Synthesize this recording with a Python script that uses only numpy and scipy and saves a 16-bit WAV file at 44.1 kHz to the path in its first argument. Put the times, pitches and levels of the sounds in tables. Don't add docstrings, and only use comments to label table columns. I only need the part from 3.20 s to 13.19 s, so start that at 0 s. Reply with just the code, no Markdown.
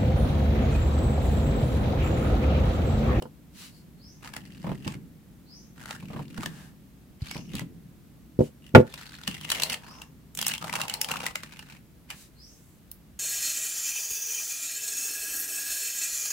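import sys
import numpy as np
from scipy import signal
from scipy.fft import rfft, irfft, next_fast_len
from scipy.io import wavfile
from scipy.ndimage import uniform_filter1d

SR = 44100
rng = np.random.default_rng(int(sys.argv[2]) if len(sys.argv) > 2 else 0)


def bounce(signal):
    frames = np.transpose(np.atleast_2d(signal))
    limited = np.clip(frames, -1, 1)
    pcm = np.round(limited * 32767).astype(np.int16)
    wavfile.write(sys.argv[1], SR, pcm)


N = 440558

# (frequency [Hz], level per Hz [dB])
AIR_SPECTRUM = [(25, -27), (62, -5), (87, -12), (175, -9.5), (300, -17), (420, -24.5), (900, -32),
                (2000, -35), (5500, -40.5), (10500, -41), (12500, -38), (16000, -41)]
# (frequency [Hz], left-right correlation [0-1])
MIC_LIKENESS = [(100, 0.71), (300, .8), (700, 0.45), (1200, 0.25), (2200, .25), (5000, 0.15)]
# (frequency [Hz], decay by 60 dB [s])
KITCHEN_DECAY = [(120, 0.19), (500, 0.24), (2000, 0.2), (6000, 0.15), (15000, 0.2)]
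# (frequency [Hz], level per Hz [dB])
THUD_SPECTRUM = [(40, -15.5), (90, -6), (160, 4.5), (270, -3), (420, -16), (800, -40.5), (4000, -78)]
# (touch [s], lying flat [s], lifting off [s], crackle level [dB], ring of the trapped fold [Hz])
BOARD_PRESSES = [(1.02, 1.18, 1.645, -47.2, 1750), (2.57, 2.77, 3.16, -46, 1850),
                 (4.01, 4.185, 4.328, -47.2, 2500)]
# (start [s], end [s], level halfway [dB], swell from start to end [dB], ring of the flexing fold [Hz])
HAND_RUSTLES = [(5.429, 5.5, -57.5, 0, 3204), (5.66, 6.09, -49, 4, 2500), (6.07, 6.543, -38.6, 12, 2800),
                (6.626, 6.856, -54, -8.5, 1370), (7.178, 7.353, -38, 12, 2620),
                (7.41, 7.655, -36.5, -0.5, 1470), (7.685, 7.76, -44, 8, 1980),
                (7.885, 8.11, -37.5, -9.5, 1430), (8.14, 8.577, -52.5, 4, 2120),
                (8.89, 8.953, -46, -10, 1780)]
# (frequency [Hz], level per Hz [dB])
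SHEET_SPECTRUM = [(200, -9), (500, 3.5), (900, -3.5), (2700, -8.5), (6500, -13.5), (9000, -16.5),
                  (16000, -20.5)]
# (time [s], peak level [dB], ring of the buckling facet [Hz])
CREASE_SNAPS = [(0.0214, -32.5, 3050), (1.1372, -29.5, 1680), (1.1648, -24.5, 1920), (1.6769, -23, 1100),
                (2.7082, -23, 1310), (3.2326, -23, 1230), (3.2591, -20, 1790), (4.1119, -24.5, 2220),
                (4.353, -26, 3900), (4.394, -23.5, 1990), (5.7394, -28, 2540), (6.0763, -15, 2880),
                (6.2115, -30, 3030), (6.3012, -16, 3960), (6.3171, -12, 3020), (6.3989, -18.5, 2800),
                (6.4208, -17, 3780), (6.4343, -10, 4000), (6.499, -21, 4290), (6.5303, -21, 4520),
                (6.8175, -31, 2750), (7.1508, -27.5, 7750), (7.1732, -22.5, 5830), (7.1894, -19, 3300),
                (7.214, -16.5, 5110), (7.226, -19, 3220), (7.2659, -13, 5360), (7.2813, -12, 8850),
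                (7.3379, -18.5, 2710), (7.3795, -28, 3200), (7.5276, -19.5, 2320), (7.554, -16, 2700),
                (7.6147, -16.5, 2720), (7.6812, -24, 2600), (7.697, -19.5, 3000), (7.739, -17, 4140),
                (7.814, -12, 5000), (7.8449, -20, 3100), (7.887, -24, 2420), (7.9148, -17.5, 2740),
                (8.0643, -15, 1990), (8.1556, -16.5, 2070), (8.234, -25.5, 1900), (8.3918, -30.5, 2770),
                (8.903, -26, 2999), (9.715, -24.5, 13000)]
# (frequency [Hz], width [Hz], level [dB])
FILM_RINGS = [(892, 190, -1.5), (2840, 380, -4)]
# (time [s], peak level [dB], upper edge [Hz])
BOARD_KNOCKS = [(.021, -25.5, 1080), (0.055, -27.5, 1090), (4.018, -22, 142), (5.1896, -6, 500),
                (5.206, -5.5, 540), (5.541, -14.5, 420), (5.5497, 14, 2596), (5.5587, 7.5, 1000)]
# (frequency [Hz], level [dB])
BOARD_MODES = [(114, -12), (150, -4.5), (234, -2.5), (295, -10), (373, -5.5), (414, -12), (501, 2),
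               (605, -14), (899, -1), (1011, -6), (1167, -13.5), (1421, 0.5), (1594, -12), (2252, -7)]
# (frequency [Hz], level per Hz [dB])
CLACK_SPECTRUM = [(80, -13.5), (400, 4.5), (1100, -5.5), (3000, -9.0), (12000, -17)]
# (start [s], end [s], level [dB], ring [Hz], ring share [dB], treble share [dB])
SHEET_RUBS = [(0.309, 0.542, -48, 3970, -10, -1.5), (0.459, 0.667, -62, 4500, 7, -1),
              (3.199, 3.564, -53, 1660, -1, -5), (5.18, 5.316, -56.5, 3000, -12, 1.5),
              (6.198, 6.663, -42.5, 700, -15, -17), (6.571, 6.92, -53.5, 1065, 13, -16),
              (7.382, 8.2, -47, 840, 1, -19), (8.885, 9.12, -56.5, 3800, -8, 3.5),
              (9.049, 9.724, -69, 8400, -2, 7.5)]
# (time [s], level [dB])
BIRD_CALLS = [(0.771, -57), (2.248, -54.5), (4.032, -52.5), (6.619, -56.5), (9.146, -55)]
# (time after its start [s], pitch before the waver [Hz], level [dB])
CALL_SHAPE = [(0, 4070, -9.5), (.045, 4690, 2.5), (0.085, 5320, 7.5), (.15, 6350, -2.5), (.19, 6500, -8)]
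# (time [s], thud level [dB])
SOFT_BUMPS = [(1.168, -36.5), (1.662, -22), (1.752, -33), (2.826, -28), (3.18, -25), (3.258, -27.5),
              (4.339, -24), (4.415, -26), (6.082, -24.5)]
# (time [s], gap between pops [s], first level [dB], growth per pop [dB])
FRUIT_SQUASHES = [(1.443, 0.024, -30, 0.3), (2.901, 0.03, -35.5, 1.44), (4.155, 0.028, -33.5, -9)]
# (frequency [Hz], level per Hz [dB])
SQUELCH_SPECTRUM = [(200, -29), (550, 0.5), (720, -3.5), (1050, -3), (1450, -15), (3000, -20), (6000, -37)]

AIR_DB = -54
EDGE_HZ = 15950
FACET_HZ = 2590
SNAP_TREBLE_DB, SNAP_DB_PER_OCTAVE = -4, 6
RUSTLE_TREBLE_DB, RUSTLE_DB_PER_OCTAVE = -7.5, 2
LAY_SWELL_DB, LOADED_DB = 3, -10.5
LIFT_S, LIFT_DB = 0.1, 3
LEAN_DB, LEAN_SWELL_DB, LEAN_RELEASE_S = -42.5, 9.5, 0.56
HANDS_DB, HANDS_REST_S, HANDS_FADE_DB_PER_S = -55, 8.3, 14.5
ROCK_START_S, ROCK_DB, ROCK_EDGE_HZ = 5.578, 0, 560
ROCK_GAP_S, ROCK_SHRINK, ROCK_LOSS_DB = 0.016, 0.5, 3.5


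def gain_of(db):
    return 10 ** (np.asarray(db) / 20)


def evened(x):
    return x / np.sqrt(np.mean(x ** 2) + 1e-20)


def peaked(x):
    power = uniform_filter1d((x ** 2).mean(0), size=24)
    return x / np.sqrt(2 * power.max() + 1e-20)


def read(points, hz):
    f, value = np.transpose(points)
    return np.interp(np.log(hz + 1), np.log(f + 1), value)


def add(mix, s, sound):
    start = max(round(s * SR), 0)
    part = mix[:, start:][:, :sound.shape[1]]
    part += sound[:, :part.shape[1]]


def cut(x, hz, kind, order=2):
    sos = signal.butter(order, np.clip(hz, 10, SR * .48), kind, fs=SR, output="sos")
    return signal.sosfilt(sos, x)


def ring(x, hz, width):
    hz = min(hz, SR * .45)
    return signal.lfilter(*signal.iirpeak(hz, hz / width, fs=SR), x)


def noise(spectrum, size):
    hz = np.fft.rfftfreq(size, 1 / SR)
    shared, apart = rfft(rng.standard_normal((2, size)))
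    same = np.clip(read(MIC_LIKENESS, hz), 0, 1)
    mid, side = np.sqrt(1 + same) * shared, np.sqrt(1 - same) * apart
    left_right = np.array([mid + side, mid - side])
    return evened(irfft(left_right * gain_of(read(spectrum, hz)), size))


def burst(spectrum, rise, t60, size=4096):
    t = np.arange(size) / SR
    envelope = (1 - np.exp(-t / rise)) * gain_of(-60 * t / t60)
    return peaked(noise(spectrum, size) * envelope)


def level(points):
    times, db = np.transpose(points)
    return gain_of(np.interp(np.arange(N) / SR, times, db, -120, -120))


def fold(x, hz, treble_db, ring_db, width):
    body = cut(x, max(6000, hz), "low", order=3)
    body = evened(cut(body, .5 * hz, "high"))
    body = evened(body + gain_of(ring_db) * evened(ring(x, hz, width * hz)))
    fizz = evened(cut(x, max(6000, hz * 0.81), "high", order=3))
    return body + gain_of(treble_db) * fizz


def still_air():
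    return gain_of(AIR_DB) * noise(AIR_SPECTRUM, N)


def kitchen(x, delay=0.0074):
    flat = noise([(20, 0), (20000, 0)], size=SR // 2)
    hz, t, z = signal.stft(flat, SR, nperseg=256)
    decay = gain_of(-60 * t / read(KITCHEN_DECAY, hz)[:, None])
    tail = signal.istft(z * decay, SR, nperseg=256)[1]
    tail *= np.minimum(np.arange(tail.shape[1]) / SR / delay, 1) ** 2
    return signal.fftconvolve(x, tail / np.linalg.norm(tail[0]), axes=1)[:, :N]


def leaning(let_go_db=-24, tug_db=-10):
    resting = np.maximum(np.arange(N) / SR - HANDS_REST_S, 0)
    weight = gain_of(HANDS_DB - HANDS_FADE_DB_PER_S * resting)
    for touch, _, lift, _, _ in BOARD_PRESSES:
        free = lift + LIFT_S
        press = [(touch, LEAN_DB - LEAN_SWELL_DB), (lift, LEAN_DB),
                 (free, LEAN_DB), (free + LEAN_RELEASE_S, LEAN_DB + let_go_db)]
        weight = np.maximum(weight, level(press))
    for start, end, db, _, _ in HAND_RUSTLES:
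        tug = [(start, db + tug_db), (end, db + tug_db)]
        weight = np.maximum(weight, level(tug))
    return noise(THUD_SPECTRUM, N) * weight


def sheet(direct_db=-2.5, sideways=1.0):
    out = gain_of(direct_db) * (snaps() + rubs() + rustle())
    out = out + sum(gain_of(db) * ring(out, hz, width) for hz, width, db in FILM_RINGS)
    return out + sideways * np.array([ring(out[0], 4880, 2430), ring(out[1], 8350, 3900)])


def snaps(snap_db=-0.72, slowest_rise=0.00055, flutter_db=-21, strain_db=-17, strain_t60=0.02):
    out = np.zeros((2, N))
    for s, db, hz in CREASE_SNAPS:
        strain = burst(SHEET_SPECTRUM, rise=0.00022, t60=strain_t60, size=1024)[:, ::-1]
        buckle = burst(SHEET_SPECTRUM, rise=slowest_rise * rng.uniform(0.099, 1), t60=0.016)
        flutter = burst(SHEET_SPECTRUM, rise=0.0072, t60=0.037)
        crack = buckle + gain_of(flutter_db) * flutter
        treble = SNAP_TREBLE_DB + SNAP_DB_PER_OCTAVE * np.log2(hz / FACET_HZ)
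        snap = np.hstack([gain_of(strain_db) * strain, crack])
        snap = fold(snap, hz, treble, ring_db=-1, width=0.051)
        add(out, s - strain.shape[1] / SR, gain_of(db + snap_db) * peaked(snap))
    return out


def knocks(clack_db=-8, push_db=0, bass_t60=0.16, damping=.45, skew_hz=300, rattle_db=-34.0):
    out, t = np.zeros((2, N)), np.arange(SR // 2) / SR
    modes = 0
    for hz, db in BOARD_MODES:
        t60 = bass_t60 * (BOARD_MODES[0][0] / hz) ** damping
        lag = min((hz / skew_hz) ** 2, np.pi / 2) * np.array([[.5], [-.5]])
        modes = modes + gain_of(db - 60 * t / t60) * np.sin(2 * np.pi * hz * t - lag)
    for s, db, edge_hz in [*BOARD_KNOCKS, *rocking()]:
        clack = burst(CLACK_SPECTRUM, rise=0.0004, t60=0.083, size=len(t))
        phase = t * edge_hz * np.pi
        push = gain_of(push_db) * phase * (2 - phase) * np.exp(-phase)
        blow = peaked(modes) + gain_of(clack_db) * clack + push
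        blow = cut(blow, edge_hz, "low", order=4)
        blow = cut(blow, 70, "high", order=3)
        rattle = burst(SHEET_SPECTRUM, rise=.001, t60=0.084, size=len(t))
        add(out, s, gain_of(db) * (blow / abs(blow).max() + gain_of(rattle_db) * rattle))
    return out


def rubs():
    out = np.zeros((2, N))
    for start, end, db, hz, ring_db, treble in SHEET_RUBS:
        hiss = fold(noise(SHEET_SPECTRUM, SR), hz, treble, ring_db=ring_db, width=0.1)
        hiss = hiss[:, :int((end - start) * SR)]
        add(out, start, gain_of(db) * hiss * np.hanning(hiss.shape[1]))
    return out


def bird(waver=0.0424, scatter_t60=0.43):
    out, (times, pitch, loud) = np.zeros((2, N)), np.transpose(CALL_SHAPE)
    t = np.arange(0, times[-1], 1 / SR)
    for s, db in BIRD_CALLS:
        wobble = evened(uniform_filter1d(rng.standard_normal(len(t)), size=60))
        hz = np.interp(t, times, pitch) * (1 + waver * wobble)
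        call = gain_of(db + np.interp(t, times, loud)) * np.sin(2 * np.pi * np.cumsum(hz) / SR)
        echoes = rng.standard_normal((2, len(t))) * gain_of(-60 * t / scatter_t60)
        add(out, s, signal.fftconvolve(call[None], echoes / np.linalg.norm(echoes[0]), axes=1))
    return out


def board_moves():
    for touch, flat, lift, db, hz in BOARD_PRESSES:
        yield touch, flat, db, LAY_SWELL_DB, hz
        yield flat, lift, db + LOADED_DB, 0, FACET_HZ
        yield lift, lift + LIFT_S, db + LIFT_DB, 0, hz


def crackle(size, hz, per_s=90, spread_db=8.0, grain=0.0014, scatter=0.51, facet_db=0, count=7):
    hiss, out = noise(SHEET_SPECTRUM, next_fast_len(size))[:, :size], 0
    for _ in range(count):
        chance, strength = rng.random((2, size))
        pitch = hz * 2 ** (scatter * rng.standard_normal())
        clicks = (chance < per_s / SR) * gain_of(spread_db * np.minimum(-np.log(1 - strength), 3))
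        power = signal.lfilter([1], [1, -np.exp(-1 / (grain * SR))], clicks ** 2)
        power = uniform_filter1d(power, size=50)
        facet = hiss + gain_of(facet_db) * evened(ring(hiss, pitch, .12 * pitch))
        out = out + facet * np.sqrt(abs(power))
    return out


def rustle(fade=.02):
    out = np.zeros((2, N))
    for start, end, db, swell_db, hz in [*HAND_RUSTLES, *board_moves()]:
        size = int((end - start + 2 * fade) * SR)
        treble = RUSTLE_TREBLE_DB + RUSTLE_DB_PER_OCTAVE * np.log2(hz / FACET_HZ)
        shower = crackle(size=24000, hz=hz)[:, :size]
        shower = fold(shower, hz, treble, ring_db=-21, width=0.1)
        effort = gain_of(db + swell_db * np.linspace(-.5, .5, size))
        edges = signal.windows.tukey(size, 2 * 2 * fade * SR / size)
        add(out, start - fade, effort * shower * edges)
    return out


def pressing(pop_thud_db=5.5, bump_squelch_db=-15, count=4):
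    out = np.zeros((2, N))
    hits = [(s, db, db + bump_squelch_db) for s, db in SOFT_BUMPS]
    for first, gap, first_db, growth in FRUIT_SQUASHES:
        for k in range(count):
            pop_db = first_db + k * growth
            hits.append((first + k * gap, pop_db + pop_thud_db, pop_db))
    for s, thud_db, squelch_db in hits:
        add(out, s, gain_of(thud_db) * burst(THUD_SPECTRUM, rise=0.0021, t60=0.18, size=8192))
        add(out, s, gain_of(squelch_db) * burst(SQUELCH_SPECTRUM, rise=0.00088, t60=0.095))
    return out


def rocking(count=3):
    gaps = ROCK_GAP_S * ROCK_SHRINK ** np.arange(count - 1)
    times = ROCK_START_S + np.cumsum([0, *gaps])
    return [(s, ROCK_DB - k * ROCK_LOSS_DB, ROCK_EDGE_HZ) for k, s in enumerate(times)]


def scene(sheet_room_db=-10, wood_room_db=-22):
    plastic = sheet()
    wood = leaning() + knocks() + pressing()
    room = kitchen(gain_of(sheet_room_db) * plastic + gain_of(wood_room_db) * wood)
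    return plastic + wood + room + bird() + still_air()


def record(dry):
    clipped = np.clip(dry, -1, 1)
    band_limit = signal.firwin(511, EDGE_HZ, window=("kaiser", 9), fs=SR)
    return signal.oaconvolve(clipped, band_limit[None], "same")


dry = scene()
out = record(dry)
bounce(out)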